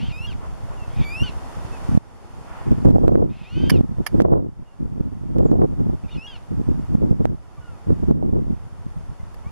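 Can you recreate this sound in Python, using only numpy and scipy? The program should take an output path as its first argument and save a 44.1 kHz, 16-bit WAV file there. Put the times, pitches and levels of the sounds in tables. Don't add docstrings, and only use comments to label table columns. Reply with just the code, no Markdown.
import sys
import numpy as np
from scipy import signal
from scipy.io import wavfile
from scipy.ndimage import uniform_filter1d

SR = 44100
rng = np.random.default_rng(int(sys.argv[2]) if len(sys.argv) > 2 else 0)


def waveform_to_disk(signal):
    frames = np.transpose(np.atleast_2d(signal))
    scaled = np.clip(frames, -1, 1) * 32767
    samples = np.round(scaled).astype(np.int16)
    wavfile.write(sys.argv[1], SR, samples)


N = 419391
TIME = np.arange(N) / SR
CUTOFF_HZ = 15800


# f/Hz, gain/dB
THROAT = [(1100, 0), (1600, -2), (2300, 8.5), (3000, 8), (3700, 7), (4600, -3.5), (5700, -9), (7000, -19),
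          (8300, -28), (11000, -27.5), (14000, -48)]
SQUEALS = [(-0.01, 0.123, 0.27, 0.34, 2963, 2450, 2844, 3330, 2050, 1.16, -43.5, -39, -41.5, .82, 0.18, 7),
           (0.901, 1.047, 1.234, 1.31, 2425, 2287, 2833, 3050, 2465, 1.23, -59, -34, -34.5, .84, 0.06, 5.5),
           (3.292, 3.451, 3.68, 3.787, 2760, 2354, 3140, 3140, 2240, .45, -47.5, -35.5, -35, 0.87, 0.7, -5),
           (6.078, 6.175, 6.269, 6.385, 2920, 2520, 2900, 3310, 2420, 1.1, -44, -33, -35, 0.69, 0.08, 1)]


def squeal(row, subharmonic_db=-3, jitter=0.0704, waver=0.0041, flutter_db=2, creak_hz=480):
    start, _, _, end, *_, treble_db = row
    span = (TIME >= start) & (TIME <= end)
    t, out = TIME[span], np.zeros(N)
    hz, level_db, rasp = squeal_gesture(t, row)
    doubled, chaos = np.clip(2 * rasp, 0, 1), np.clip(2 * rasp - 1, 0, 1)
    unsteady = 1 + waver * drift(73, len(t)) + jitter * chaos ** 2 * drift(390, len(t))
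    phase = 2 * np.pi * np.cumsum(hz * unsteady) / SR
    voice = 0
    for k in range(1, 11):
        multiple = k / 2
        throat_db = at_hz(THROAT, multiple * hz) - at_hz(THROAT, hz)
        tilt_db = max(multiple - 2, 0) * (treble_db - 5 * doubled) - 3 * doubled * (multiple >= 2)
        share = from_db(subharmonic_db) * doubled if k % 2 else 1
        gain = share * from_db(throat_db + tilt_db + flutter_db * drift(57, len(t)))
        voice += gain * np.sin(multiple * phase) * (multiple * hz < CUTOFF_HZ)
    scratch = band_pass(rng.standard_normal(len(t)), hz=(2050, 3700))
    creak = np.cos(2 * np.pi * np.cumsum(creak_hz * (1 + 0.151 * drift(78.4, len(t)))) / SR)
    scratch = rms_one(scratch * from_db(7 * creak))
    voice *= 1 + 0.55 * rasp * creak
    hoarse = 0.75 * rasp ** 2
    out[span] = from_db(level_db) * (np.sqrt(2 * (1 - hoarse)) * voice + hoarse * scratch)
    return out


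def squeal_gesture(t, row, attack_s=0.0081, flip_s=0.0031, release_s=0.012, swell_db=6, fade_db=4.5):
    start, clear, split, end, opening_hz, first_hz, last_hz, break_hz, end_hz, bend = row[:10]
    opening_db, whistle_db, fall_db, opening_rasp, whistle_rasp = row[10:15]
    silent_db, break_rasp, end_rasp = -57, 0.41, 0.68
    arch = 1 - 0.14 * (progress(t, start, clear) / 0.62 - 1) ** 2
    opening = opening_hz * (arch + 0.04 * drift(24.7, len(t)))
    rise = np.sin(np.pi / 2 * progress(t, clear, split) ** bend) ** 2
    whistle = first_hz + (last_hz - first_hz) * rise
    fall = break_hz + (end_hz - break_hz) * progress(t, split, end) ** 2.2
    hz = np.select([t < clear, t < split], [opening, whistle], fall)
    level_db, rasp = in_time([
        (start, silent_db, opening_rasp),
        (start + attack_s, opening_db, opening_rasp),
        (clear - flip_s, whistle_db - swell_db, opening_rasp),
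        (clear, whistle_db - swell_db, whistle_rasp),
        (clear + 0.73 * (split - clear), whistle_db, whistle_rasp),
        (split, whistle_db, whistle_rasp),
        (split + flip_s, fall_db, break_rasp),
        (end - release_s, fall_db - fade_db, end_rasp),
        (end, silent_db, end_rasp)], t)
    return hz, level_db, rasp


# t/s, length/s, f/Hz (start, middle, end), level/dB, octave overtone/dB
SECOND_VOICE = [(3.53, 0.11, 2500, 2550, 2640, -44.5, -28), (6.035, .03, 2050, 2680, 2250, -47, -20),
                (6.103, 0.0566, 3690, 3660, 3380, -44, -28), (6.272, 0.056, 2790, 2770, 2720, -45, -28)]


def water_rail():
    return reed_echo(sum(squeal(row) for row in SQUEALS) + whistles(SECOND_VOICE), wet_db=-13)


def whistles(rows, waver=0.0058, flutter_db=2.5):
    out = np.zeros(N)
    for s, length, first_hz, middle_hz, last_hz, level_db, octave_db in rows:
        span = (TIME > s) & (TIME < s + length)
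        u = (TIME[span] - s) / length
        hz = np.polyval(np.polyfit([0, 0.5, 1], [first_hz, middle_hz, last_hz], 2), u)
        phase = 2 * np.pi * np.cumsum(hz * (1 + waver * drift(110, len(u)))) / SR
        swell = np.sqrt(2 * np.abs(np.sin(np.pi * u)))
        gain = from_db(level_db + flutter_db * drift(30, len(u)))
        out[span] += swell * gain * (np.sin(phase) + from_db(octave_db) * np.sin(2 * phase))
    return out


def reed_echo(x, wet_db, t60_s=0.2):
    t = TIME[:SR // 2]
    tail = rng.standard_normal((2, len(t))) * from_db(-60 * t / t60_s) * (t > 0.003)
    tail /= np.sqrt(np.sum(tail ** 2) / 2)
    return x + from_db(wet_db) * signal.fftconvolve(x[None], tail, axes=1)[:, :N]


# t/s, length/s, relative level/dB
GUSTS = [(0.0, 0.051, -19), (0.236, 0.24, -30), (1.894, 0.047, -14), (2.675, 0.11, -13.5),
         (2.862, 0.39, -1.5), (3.572, .25, -6.5), (4.144, 0.12, -5.5), (4.212, 0.16, 3.5),
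         (4.416, 0.047, -5), (4.808, 0.59, -11.5), (5.361, .15, -2.5), (5.533, 0.095, 1.5),
         (5.658, 0.28, -8), (6.52, 0.28, -14.5), (6.905, 0.43, -13), (7.908, 0.38, -11), (8.124, 0.4, -9)]
# t/s, relative level/dB
PUFFS = [(1.002, -15.5), (1.229, -15), (1.57, -28), (2.4, -18.5), (2.721, -8), (3.41, -17), (3.92, -9.5),
         (4.001, -9), (4.601, -9.5), (5.0, -5), (5.801, -2), (6.05, -14), (6.161, -13), (6.7, -7.5),
         (6.93, -8.5), (7.03, -3), (7.12, -8), (7.21, -8), (7.298, -6), (7.902, -7.5), (8.36, -5),
         (8.86, -17), (8.98, -19.5), (9.08, -22), (9.48, -27.5)]


def wind_strength(rise_s=0.025, fall_s=0.04, puff_s=0.02, breeze_db=-29):
    power = from_db(breeze_db) ** 2
    for s, length, level_db in GUSTS:
        outside = np.maximum(s - TIME, 0) / rise_s + np.maximum(TIME - s - length, 0) / fall_s
        power += (from_db(level_db) * np.exp(-np.minimum(outside, 20))) ** 2
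    for s, level_db in PUFFS:
        power += from_db(level_db) ** 2 * bump(s, puff_s)
    return np.sqrt(power)


def wind(lump_db=4, eddy_hz=186.3, steepness=4.86, bass_hz=78, top_hz=1250, common_db=-14, gain_db=-1.3):
    lumps = rms_one(from_db(lump_db * np.clip(drift(40), -2, 2)))
    strength = wind_strength() * from_db(gain_db) * lumps
    corner_hz = eddy_hz * (10 * strength) ** 0.41
    rumble, power = 0, 0
    for hz, pair in noise_bands(16, count=14):
        slope = hz ** -0.43 / (1 + (bass_hz / hz) ** 2) ** 0.37
        gain = slope / np.sqrt(1 + (hz / corner_hz) ** (2 * steepness))
        rumble += gain * pair
        power += gain ** 2 * hz
    common, opposed = low_pass(rms_one(rumble / np.sqrt(power)) * strength, top_hz, order=4)
    return stereo(from_db(common_db) * common, opposed)


# t/s, level/dB, swing f/Hz, tick share/0-1
BUFFETS = [(1.951, 0, 164, 0.1), (1.977, 11.5, 170, 0.21), (2.718, 2, 150, .15), (2.85, -1, 525, 0.15),
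           (2.856, 8.5, 214, 0.07), (2.89, 2, 143, 0.18), (2.909, 9, 195, 0.13), (2.984, 5, 467, 0),
           (3.081, 11, 407, 0.22), (3.156, 10, 390, 0.02), (3.81, 9, 195, .07), (4.203, 16, 460, 0.1),
           (4.209, 10, 332, 0.26), (4.22, 15, 203, 0.24), (5.009, 6, 158, 0.04), (5.385, 8.5, 215, 0.14),
           (5.517, 13, 242, 0.08), (6.953, 7.5, 174, 0.06), (7.02, 0.5, 327, 0.05), (7.114, 3.5, 150, 0.05),
           (7.255, 10, 530, 0.23), (7.905, 4, 302, 0.02), (8.112, 9, 194, 0.11), (8.227, 1, 483, 0.05)]


def buffets(width_cycles=0.43, common_db=-13, tick_s=0.00048):
    out = np.zeros(N)
    for s, level_db, hz, tick_share in BUFFETS:
        near = np.abs(TIME - s) < 0.03
        t = TIME[near] - s
        swing = np.exp(-(t * hz / width_cycles) ** 2) * np.cos(2 * np.pi * hz * t)
        tick = tick_share * (t > 0) * np.exp(-np.abs(t) / tick_s)
        out[near] += from_db(level_db) * (swing - tick)
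    return stereo(-from_db(common_db) * out, out)


# t/s, relative level/dB
CLICKS = [(3.698, -10), (3.704, -13), (4.066, -9), (4.0733, -23.5), (9.344, -43.5)]
# f/Hz, width/Hz, relative level/dB
SHELL_MODES = [(750, 1030, -4.5), (1830, 290, 3.5), (2290, 110, 1), (2910, 280, -4), (4850, 690, -4.5),
               (9560, 270, -8), (11300, 390, -5.5)]


def finger_clicks(rise_s=0.0021, fall_s=0.0031, rattle_db=-28, rattle_s=0.016, gain_db=9):
    force = np.zeros(N)
    for s, level_db in CLICKS:
        t = np.abs(TIME - s)
        before = np.exp(-t / rise_s) * (t < 0.003)
        after = np.exp(-t / fall_s) + from_db(rattle_db) * np.exp(-t / rattle_s)
        force += from_db(level_db) * np.where(TIME < s, before, after)
    slips = force * rng.standard_normal((2, N)) + 1e-18
    out = 0
    for k, (hz, width_hz, level_db) in enumerate(SHELL_MODES):
        r = np.exp(-np.pi * width_hz / SR)
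        mode = signal.lfilter([1, 0, -1], [1, -2 * r * np.cos(2 * np.pi * hz / SR), r * r], slips)
        out += (-1) ** k * from_db(level_db + gain_db) * (1 - r * r) / 2 * mode
    return out * pan(db=-6.5)


# t/s, level/dB
SLOSHES = [(0.45, -40.5), (0.73, -41.5)]


def sloshes(half_width_s=0.042, band_hz=(520, 1150)):
    swell = sum(from_db(level_db) * bump(s, half_width_s) for s, level_db in SLOSHES)
    return swell * rms_one(band_pass(rng.standard_normal((2, N)), band_hz))


# t/s, length/s, f/Hz (start, middle, end), level/dB, octave overtone/dB
FAR_CALLS = [(0.768, 0.097, 2880, 2720, 2650, -55, -30), (1.717, 0.065, 2550, 2610, 2380, -54.5, -30),
             (4.649, 0.1, 2850, 2830, 2740, -56, -30), (5.435, .08, 7600, 7150, 6700, -56, -51),
             (7.569, 0.025, 1170, 1176, 1150, -43.5, -13), (7.595, 0.175, 1448, 1413, 1190, -49.5, -11.5),
             (9.19, 0.03, 2130, 2050, 2150, -57, -23), (9.44, 0.058, 1064, 1132, 1240, -52.5, -5)]


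def far_birds():
    return reed_echo(whistles(FAR_CALLS), wet_db=-10.5)


# t/s, level/dB
REED_LEVEL = [(2.3, -69), (2.48, -42), (2.55, -35), (2.72, -41.5), (3.1, -69)]
# f/Hz, relative density/dB
REED_SPECTRUM = [(400, -3), (900, 11), (3000, -9), (5000, -31), (12000, -33)]


def reeds():
    level_db, = in_time(REED_LEVEL, TIME)
    return from_db(level_db) * diffuse_noise(REED_SPECTRUM)


# t/s, f/Hz
WHINE_PITCH = [(0, 8980), (1.85, 9090), (4.1, 9200), (9.5, 9580)]


def whine(lower_db=-28, upper_hz=13287, upper_db=-37, wander_hz=8):
    hz, = in_time(WHINE_PITCH, TIME)
    phase = 2 * np.pi * np.cumsum(hz + wander_hz * drift(20)) / SR
    upper = from_db(upper_db) * np.sin(2 * np.pi * upper_hz * TIME)
    return np.sqrt(2) * stereo(from_db(lower_db) * np.sin(phase), upper)


# t/s, relative level/dB
BACKGROUND_LEVEL = [(0.0, -48), (0.5, -45.5), (1.4, -41), (2.0, -39.5), (2.65, -38.5), (3.3, -42),
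                    (5.0, -41), (6.0, -41), (9.5, -46)]
# f/Hz, relative density/dB
AIR_SPECTRUM = [(150, -1), (300, 0.5), (550, -3.5), (830, -1), (1230, -7.5), (1600, -13), (2400, -18),
                (3400, -20.5), (5500, -24), (8500, -26), (13000, -39)]


def background():
    level_db, = in_time(BACKGROUND_LEVEL, TIME)
    air = from_db(1.5) * diffuse_noise(AIR_SPECTRUM) * pan(db=-0.5)
    return from_db(level_db) * (air + whine())


# f/Hz, left-right correlation/0-1
COHERENCE = [(300, 0), (1300, 0.39), (2400, 0), (6000, 0)]


def diffuse_noise(spectrum, top_hz=14200):
    out = 0
    for hz, (mid, side) in noise_bands(125, count=14):
        alike = at_hz(COHERENCE, hz)
        out += from_db(at_hz(spectrum, hz)) * stereo(np.sqrt(1 + alike) * mid, np.sqrt(1 - alike) * side)
    return rms_one(low_pass(out, top_hz, order=10))


def noise_bands(lowest_hz, count):
    white = rng.standard_normal((2, 2, N))
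    for k in range(count):
        low_hz = lowest_hz * 2 ** (k / 2)
        yield low_hz * 2 ** 0.25, band_pass(white[k % 2], (low_hz, low_hz * np.sqrt(2)))


def drift(rate_hz, size=N):
    r = np.exp(-16 * np.pi * rate_hz / SR)
    slow = signal.lfilter([1], [1, -2 * r, r * r], rng.standard_normal(size // 8 + 4002))[4000:]
    return np.interp(np.arange(size) / 8, np.arange(len(slow)), rms_one(slow))


def in_time(rows, t):
    s, *columns = np.transpose(rows)
    return [np.interp(t, s, c) for c in columns]


def at_hz(points, hz):
    freqs, values = np.transpose(points)
    return np.interp(np.log(hz), np.log(freqs), values)


def progress(t, first_s, last_s):
    return np.clip((t - first_s) / (last_s - first_s), 0, 1)


def bump(centre_s, half_width_s):
    return np.exp(-np.minimum(((TIME - centre_s) / half_width_s) ** 2, 20))


def from_db(db):
    return 10 ** (np.asarray(db) / 20)


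def rms_one(x):
    return x / np.sqrt(np.mean(x ** 2) + 1e-20)


def low_pass(x, hz, order):
    return signal.sosfilt(signal.butter(order, hz, fs=SR, output="sos"), x)


def band_pass(x, hz):
    return signal.sosfilt(signal.butter(2, hz, "band", fs=SR, output="sos"), x)


def stereo(mid, side):
    return np.array([mid + side, mid - side])


def pan(db):
    return from_db([[db / 2], [-db / 2]])


def scene():
    pool = background() + reeds() + water_rail() + far_birds() + sloshes()
    return pool + (wind() + buffets()) * pan(db=-0.85) + finger_clicks()


def limiter(x, ceiling_db=0.56, quick_db=4.5, quick_db_per_s=13.5, slow_db_per_s=3.5, attack_s=0.0013):
    over_db = np.maximum(20 * np.log10(np.abs(x).max(axis=0) + 1e-9) - ceiling_db, 0)
    quick = np.maximum.accumulate(over_db + quick_db_per_s * TIME) - quick_db_per_s * TIME
    slow = np.maximum.accumulate(over_db - quick_db + slow_db_per_s * TIME) - slow_db_per_s * TIME
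    duck_db = uniform_filter1d(np.maximum(quick, slow), int(attack_s * SR) + 1)
    return x * from_db(-duck_db)


def record(dry):
    for hz, width_hz in [(3950, 370), (7900, 240)]:
        dry = signal.lfilter(*signal.iirnotch(hz, hz / width_hz, fs=SR), dry)
    held = limiter(dry)
    rounded = held / (1 + held ** 8) ** (1 / 8)
    return signal.sosfilt(signal.ellip(10, 0.1, 80, CUTOFF_HZ, fs=SR, output="sos"), rounded)


dry = scene()
out = record(dry)
waveform_to_disk(out)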